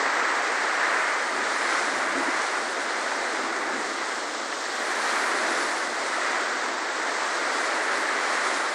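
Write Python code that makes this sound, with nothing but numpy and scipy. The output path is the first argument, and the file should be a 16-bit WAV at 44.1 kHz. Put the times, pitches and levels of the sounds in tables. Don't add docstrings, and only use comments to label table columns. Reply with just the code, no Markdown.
import sys
import numpy as np
from scipy import signal
from scipy.fft import rfft, irfft, next_fast_len
from scipy.io import wavfile

SR = 44100
rng = np.random.default_rng(int(sys.argv[2]) if len(sys.argv) > 2 else 0)


def int16_out(signal):
    q = np.round(np.clip(np.atleast_2d(signal).T, -1, 1) * 32767)
    wavfile.write(sys.argv[1], SR, q.astype(np.int16))


N = 385434

# (frequency [Hz], relative density [dB])
ROAR_SPECTRUM = [(250, -36), (550, -14), (850, -6.5), (1150, -3), (1400, -2.5), (1650, -3), (2020, -3.5),
                 (2300, -10.5), (2700, -17.5), (3400, -26.5), (6000, -57)]
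DRUMMING_SPECTRUM = [(150, -50), (185, -30), (225, -11.5), (265, -6.5), (330, -2), (480, 0), (680, 1.5),
                     (900, -2), (1300, -10), (2500, -33)]
SPLASH_SPECTRUM = [(1200, -8), (2600, -6), (3200, -2.2), (4150, 0), (5000, -1.8), (6400, -4), (7800, -5),
                   (9000, -8), (10200, -2.5), (12500, -14.5)]
AIR_SPECTRUM = [(5000, -11), (9000, 8), (12200, 2), (14200, 1), (15600, -8)]
SPRAY_SPECTRUM = [(7000, -8), (9500, 3), (12200, 2), (13300, -7), (15600, -20)]
RUMBLE_SPECTRUM = [(25, -14), (50, -14), (75, -4.5), (100, 2.5), (145, 5), (170, -2), (230, 14.5),
                   (320, -6), (500, -17)]
THUD_SPECTRUM = [(100, -49), (170, -22), (220, -2), (275, 1), (350, 4.5), (430, 0), (800, -24)]

# (time [s], level [dB])
ROAR_LEVEL = [(0, -26.6), (0.18, -25), (0.35, -25.5), (0.46, -27), (0.7, -26.5), (0.84, -24.7),
              (1.1, -25.5), (1.29, -28.2), (1.45, -28), (1.76, -25.5), (1.98, -28), (2.2, -27.5),
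              (2.36, -26.5), (2.65, -31), (3.15, -29.4), (4.08, -31), (4.23, -33.5), (4.68, -33),
              (4.92, -28.5), (5.22, -26), (5.38, -27.5), (5.55, -27.5), (5.92, -31), (6.25, -27),
              (6.55, -29.5), (6.76, -30.5), (7.3, -28.5), (7.75, -27.5), (8.45, -26.5), (8.72, -29.5)]
# (time [s], level [dB])
DRUMMING_LEVEL = [(0, -31.5), (0.7, -33.5), (1.55, -33.5), (1.8, -32.5), (2.1, -34.3), (2.4, -33.5),
                  (2.8, -34.5), (3.4, -34), (4.1, -35.5), (4.65, -37), (4.95, -33.5), (5.6, -32.5),
                  (5.9, -34.8), (6.35, -33), (6.85, -35), (7.4, -33), (8.4, -32.5), (8.72, -34)]
# (time [s], level [dB])
SPLASH_LEVEL = [(0, -35.5), (1.0, -36), (1.35, -36), (1.75, -33.5), (2.12, -37), (2.45, -35), (2.66, -37),
                (3.12, -35.5), (3.6, -38.5), (3.95, -36), (4.45, -37), (5.1, -33.5), (5.45, -34),
                (5.6, -34), (5.88, -37), (6.25, -35.5), (6.85, -37.5), (7.15, -35.5), (7.55, -34.5),
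                (7.8, -35.5), (8.55, -34.0), (8.72, -37.5)]
# (time [s], treble level [dB])
HISS_BRIGHTNESS = [(0.0, -66), (1.24, -56), (1.36, -57), (1.7, -51), (4.66, -61.5), (4.96, -50),
                   (5.66, -49.5), (6.56, -61), (6.86, -65), (7.46, -54), (8.72, -51)]
SURFACE_BORDERS = [3600, 5100, 6800]
# (time [s], bell half-width [s], level [dB])
SPRAY_SWELLS = [(1.72, .12, -70), (4.92, 0.22, -61.5), (5.19, .08, -59), (5.6, .19, -63), (7.58, .08, -67),
                (8.01, .04, -63.5)]
# (time [s], level [dB])
FLUTTER_LEVEL = [(0, -58), (1.2, -52), (2.5, -46.5), (4.6, -45.5), (6.0, -47.5), (8.7, -48)]
# (time [s], bell half-width [s], rumble level [dB], thud level [dB])
WIND_EDDIES = [(1.41, 0.046, -60.5, -43), (1.93, 0.09, -54, -44), (2.21, .07, -51, -40.5),
               (2.8, 0.029, -74, -49), (3.45, 0.076, -67, -42), (3.78, 0.078, -57, -40.5),
               (5.5, 0.12, -65, -42), (5.93, 0.11, -68, -51)]
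# (time [s], peak level [dB], centre frequency [Hz])
HISS_TICKS = [(1.726, -17, 1290), (2.184, -26, 6500), (2.418, -25.5, 6500), (2.463, -27, 3900),
              (3.563, -26.5, 6800), (4.525, -19.5, 1400), (5.625, -29, 4200), (6.642, -32, 6460)]
# (time [s], bell half-width [s], level [dB])
CASING_BUMPS = [(2.181, 0.021, -30.5), (2.289, 0.011, -31)]
# (frequency [Hz], relative level [dB])
CASING_MODES = [(268, 2), (305, 0), (352, 0.5)]

HARD_HZ, HARD_FOLLOWS = 2130, 0.23
PLOP_LOW_HZ, PLOP_HIGH_HZ = 1157, 1753
PLOP_T60_S, PLOP_DB = 0.06, -11.5
AIR_DB, AIR_FOLLOWS = -66.5, 0.57
BREEZE_DB = -65.5
TICK_T60_S = 0.022
CUTOFF_HZ = 15700


def from_db(db):
    return 10 ** (np.asarray(db) / 20)


def rms_one(x):
    return x / np.sqrt(np.mean(x ** 2) + 1e-20)


def in_time(rows):
    s, *columns = np.transpose(rows)
    return [np.interp(np.arange(N) / SR, s, column) for column in columns]


def swell(s, half_s):
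    return np.exp(-.5 * ((np.arange(N) / SR - s) / half_s) ** 2)


def drift(rate_hz):
    step = 40
    r = np.exp(-2 * np.pi * step * rate_hz / SR)
    noise = rng.standard_normal(N // step + 2002)
    slow = signal.lfilter([1], [1, -2 * r, r * r], noise)[2000:]
    return np.interp(np.arange(N) / step, np.arange(len(slow)), rms_one(slow))


def coloured(x, spectrum):
    size = next_fast_len(N)
    octave = np.log2(np.maximum(np.arange(size // 2 + 1) * SR / size, 1))
    hz, db = np.transpose(spectrum)
    knots = np.log2(hz)
    beyond = np.abs(octave - np.clip(octave, knots[0], knots[-1]))
    gain = from_db(np.interp(octave, knots, db) - 20 * beyond)
    return rms_one(irfft(rfft(x, size) * gain, size)[:N])


def coloured_noise(spectrum):
    return coloured(rng.standard_normal(N), spectrum)


def impacts(per_s, spread_db):
    sizes = from_db(spread_db * np.minimum(rng.exponential(1, N), 5))
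    signs = rng.choice([-1, 1], N)
    lands = rng.random(N) < per_s / SR
    return sizes * signs * lands


def shower(level_db, spectrum, per_s, spread_db, flutter_db):
    gust = from_db(level_db - np.mean(level_db))
    drops = impacts(per_s * gust, spread_db) / np.sqrt(gust)
    return coloured(drops, spectrum) * from_db(level_db + flutter_db * drift(4.2))


def rain_roar(roar_db):
    roar = shower(roar_db, ROAR_SPECTRUM, per_s=9000, spread_db=2.0, flutter_db=0.18)
    high_pass = signal.butter(2, HARD_HZ, "high", fs=SR, output="sos")
    top = signal.sosfiltfilt(high_pass, roar)
    top_gain = from_db(HARD_FOLLOWS * (roar_db - np.mean(roar_db)))
    return roar + top * (top_gain - 1)


def puddle_plops(roar_db, per_s, spread_db, count=24):
    drops = impacts(per_s, spread_db)
    pitch_index = rng.integers(0, count, N)
    r = from_db(-60 / (PLOP_T60_S * SR))
    plops = 0
    for k, hz in enumerate(np.geomspace(PLOP_LOW_HZ, PLOP_HIGH_HZ, count)):
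        w = 2 * np.pi * hz / SR
        strikes = drops * (pitch_index == k) + 1e-18
        ring = signal.lfilter([np.sin(w), 0, -np.sin(w)], [1, -2 * r * np.cos(w), r * r], strikes)
        plops = plops + ring / hz
    return rms_one(plops) * from_db(roar_db + PLOP_DB)


def low_drumming():
    level_db, = in_time(DRUMMING_LEVEL)
    return shower(level_db, DRUMMING_SPECTRUM, per_s=6000, spread_db=2.0, flutter_db=0.13)


def splash_hiss(splash_db, patchy_db, rate_hz):
    rest = shower(splash_db, SPLASH_SPECTRUM, per_s=24000, spread_db=2.5, flutter_db=0.38)
    hiss = 0
    for hz in SURFACE_BORDERS:
        low = signal.sosfiltfilt(signal.butter(2, hz, fs=SR, output="sos"), rest)
        hiss = hiss + low * from_db(patchy_db * drift(rate_hz))
        rest = rest - low
    return hiss + rest * from_db(patchy_db * drift(rate_hz))


def treble_edge(hiss, edge_hz, hz_per_db, width_hz, waver_hz, size=512):
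    bright_db, = in_time(HISS_BRIGHTNESS)
    hz, s, frames = signal.stft(hiss, SR, nperseg=size)
    edge = edge_hz + hz_per_db * (bright_db - np.median(bright_db)) + waver_hz * drift(10)
    frame_edge = np.interp(s, np.arange(N) / SR, edge)
    gain = .5 - .5 * np.tanh((hz[:, None] - frame_edge) / width_hz)
    return signal.istft(frames * gain, SR, nperseg=size)[1][:N]


def sizzle(splash_db, flutter_db):
    air_db = AIR_DB + AIR_FOLLOWS * (splash_db - np.mean(splash_db))
    air = from_db(air_db) * coloured_noise(AIR_SPECTRUM)
    level = sum(from_db(db) * swell(s, half_s) for s, half_s, db in SPRAY_SWELLS)
    spray = coloured(impacts(per_s=16000, spread_db=2.5), SPRAY_SPECTRUM)
    return air + level * from_db(flutter_db * drift(30)) * spray


def wind(lumpy_db):
    flutter_db, = in_time(FLUTTER_LEVEL)
    rumble_level, thud_level = from_db(BREEZE_DB), from_db(flutter_db)
    for s, half_s, rumble_db, thud_db in WIND_EDDIES:
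        eddy = swell(s, half_s)
        rumble_level = rumble_level + from_db(rumble_db) * eddy
        thud_level = thud_level + from_db(thud_db) * eddy
    rumble = coloured_noise(RUMBLE_SPECTRUM) * rumble_level * from_db(lumpy_db * drift(19))
    return rumble + thud_level * coloured_noise(THUD_SPECTRUM)


def hiss_ticks():
    out = np.zeros(N + SR)
    t = np.arange(SR // 20) / SR
    for s, peak_db, hz in HISS_TICKS:
        band = signal.butter(2, hz * np.sqrt([.5, 2]), "band", fs=SR, output="sos")
        burst = rng.standard_normal(len(t)) * from_db(-60 * t / TICK_T60_S)
        tick = signal.sosfilt(band, burst)
        start = int(s * SR)
        out[start:start + len(t)] += from_db(peak_db) * tick / np.abs(tick).max()
    return out[:N]


def casing_bumps():
    t, out = np.arange(N) / SR, 0
    for s, half_s, db in CASING_BUMPS:
        boom = sum(from_db(mode_db) * np.cos(2 * np.pi * hz * (t - s)) for hz, mode_db in CASING_MODES)
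        out = out + from_db(db) * swell(s, half_s) * rms_one(boom)
    return out


def scene():
    roar_db, = in_time(ROAR_LEVEL)
    splash_db, = in_time(SPLASH_LEVEL)
    roar = rain_roar(roar_db)
    plops = puddle_plops(roar_db, per_s=260, spread_db=2.5)
    drumming = low_drumming()
    splashes = splash_hiss(splash_db, patchy_db=0.88, rate_hz=16) + hiss_ticks()
    hiss = treble_edge(splashes, edge_hz=9370, hz_per_db=66, width_hz=550, waver_hz=110)
    rain = roar + plops + drumming + hiss + sizzle(splash_db, flutter_db=1.5)
    mono = rain + wind(lumpy_db=2.0) + casing_bumps()
    return np.array([mono, mono])


def record(dry):
    bass_cut = signal.butter(2, 24, "high", fs=SR, output="sos")
    top_cut = signal.ellip(10, .1, 80, CUTOFF_HZ, fs=SR, output="sos")
    return signal.sosfilt(top_cut, signal.sosfilt(bass_cut, dry))


dry = scene()
out = record(dry)
int16_out(out)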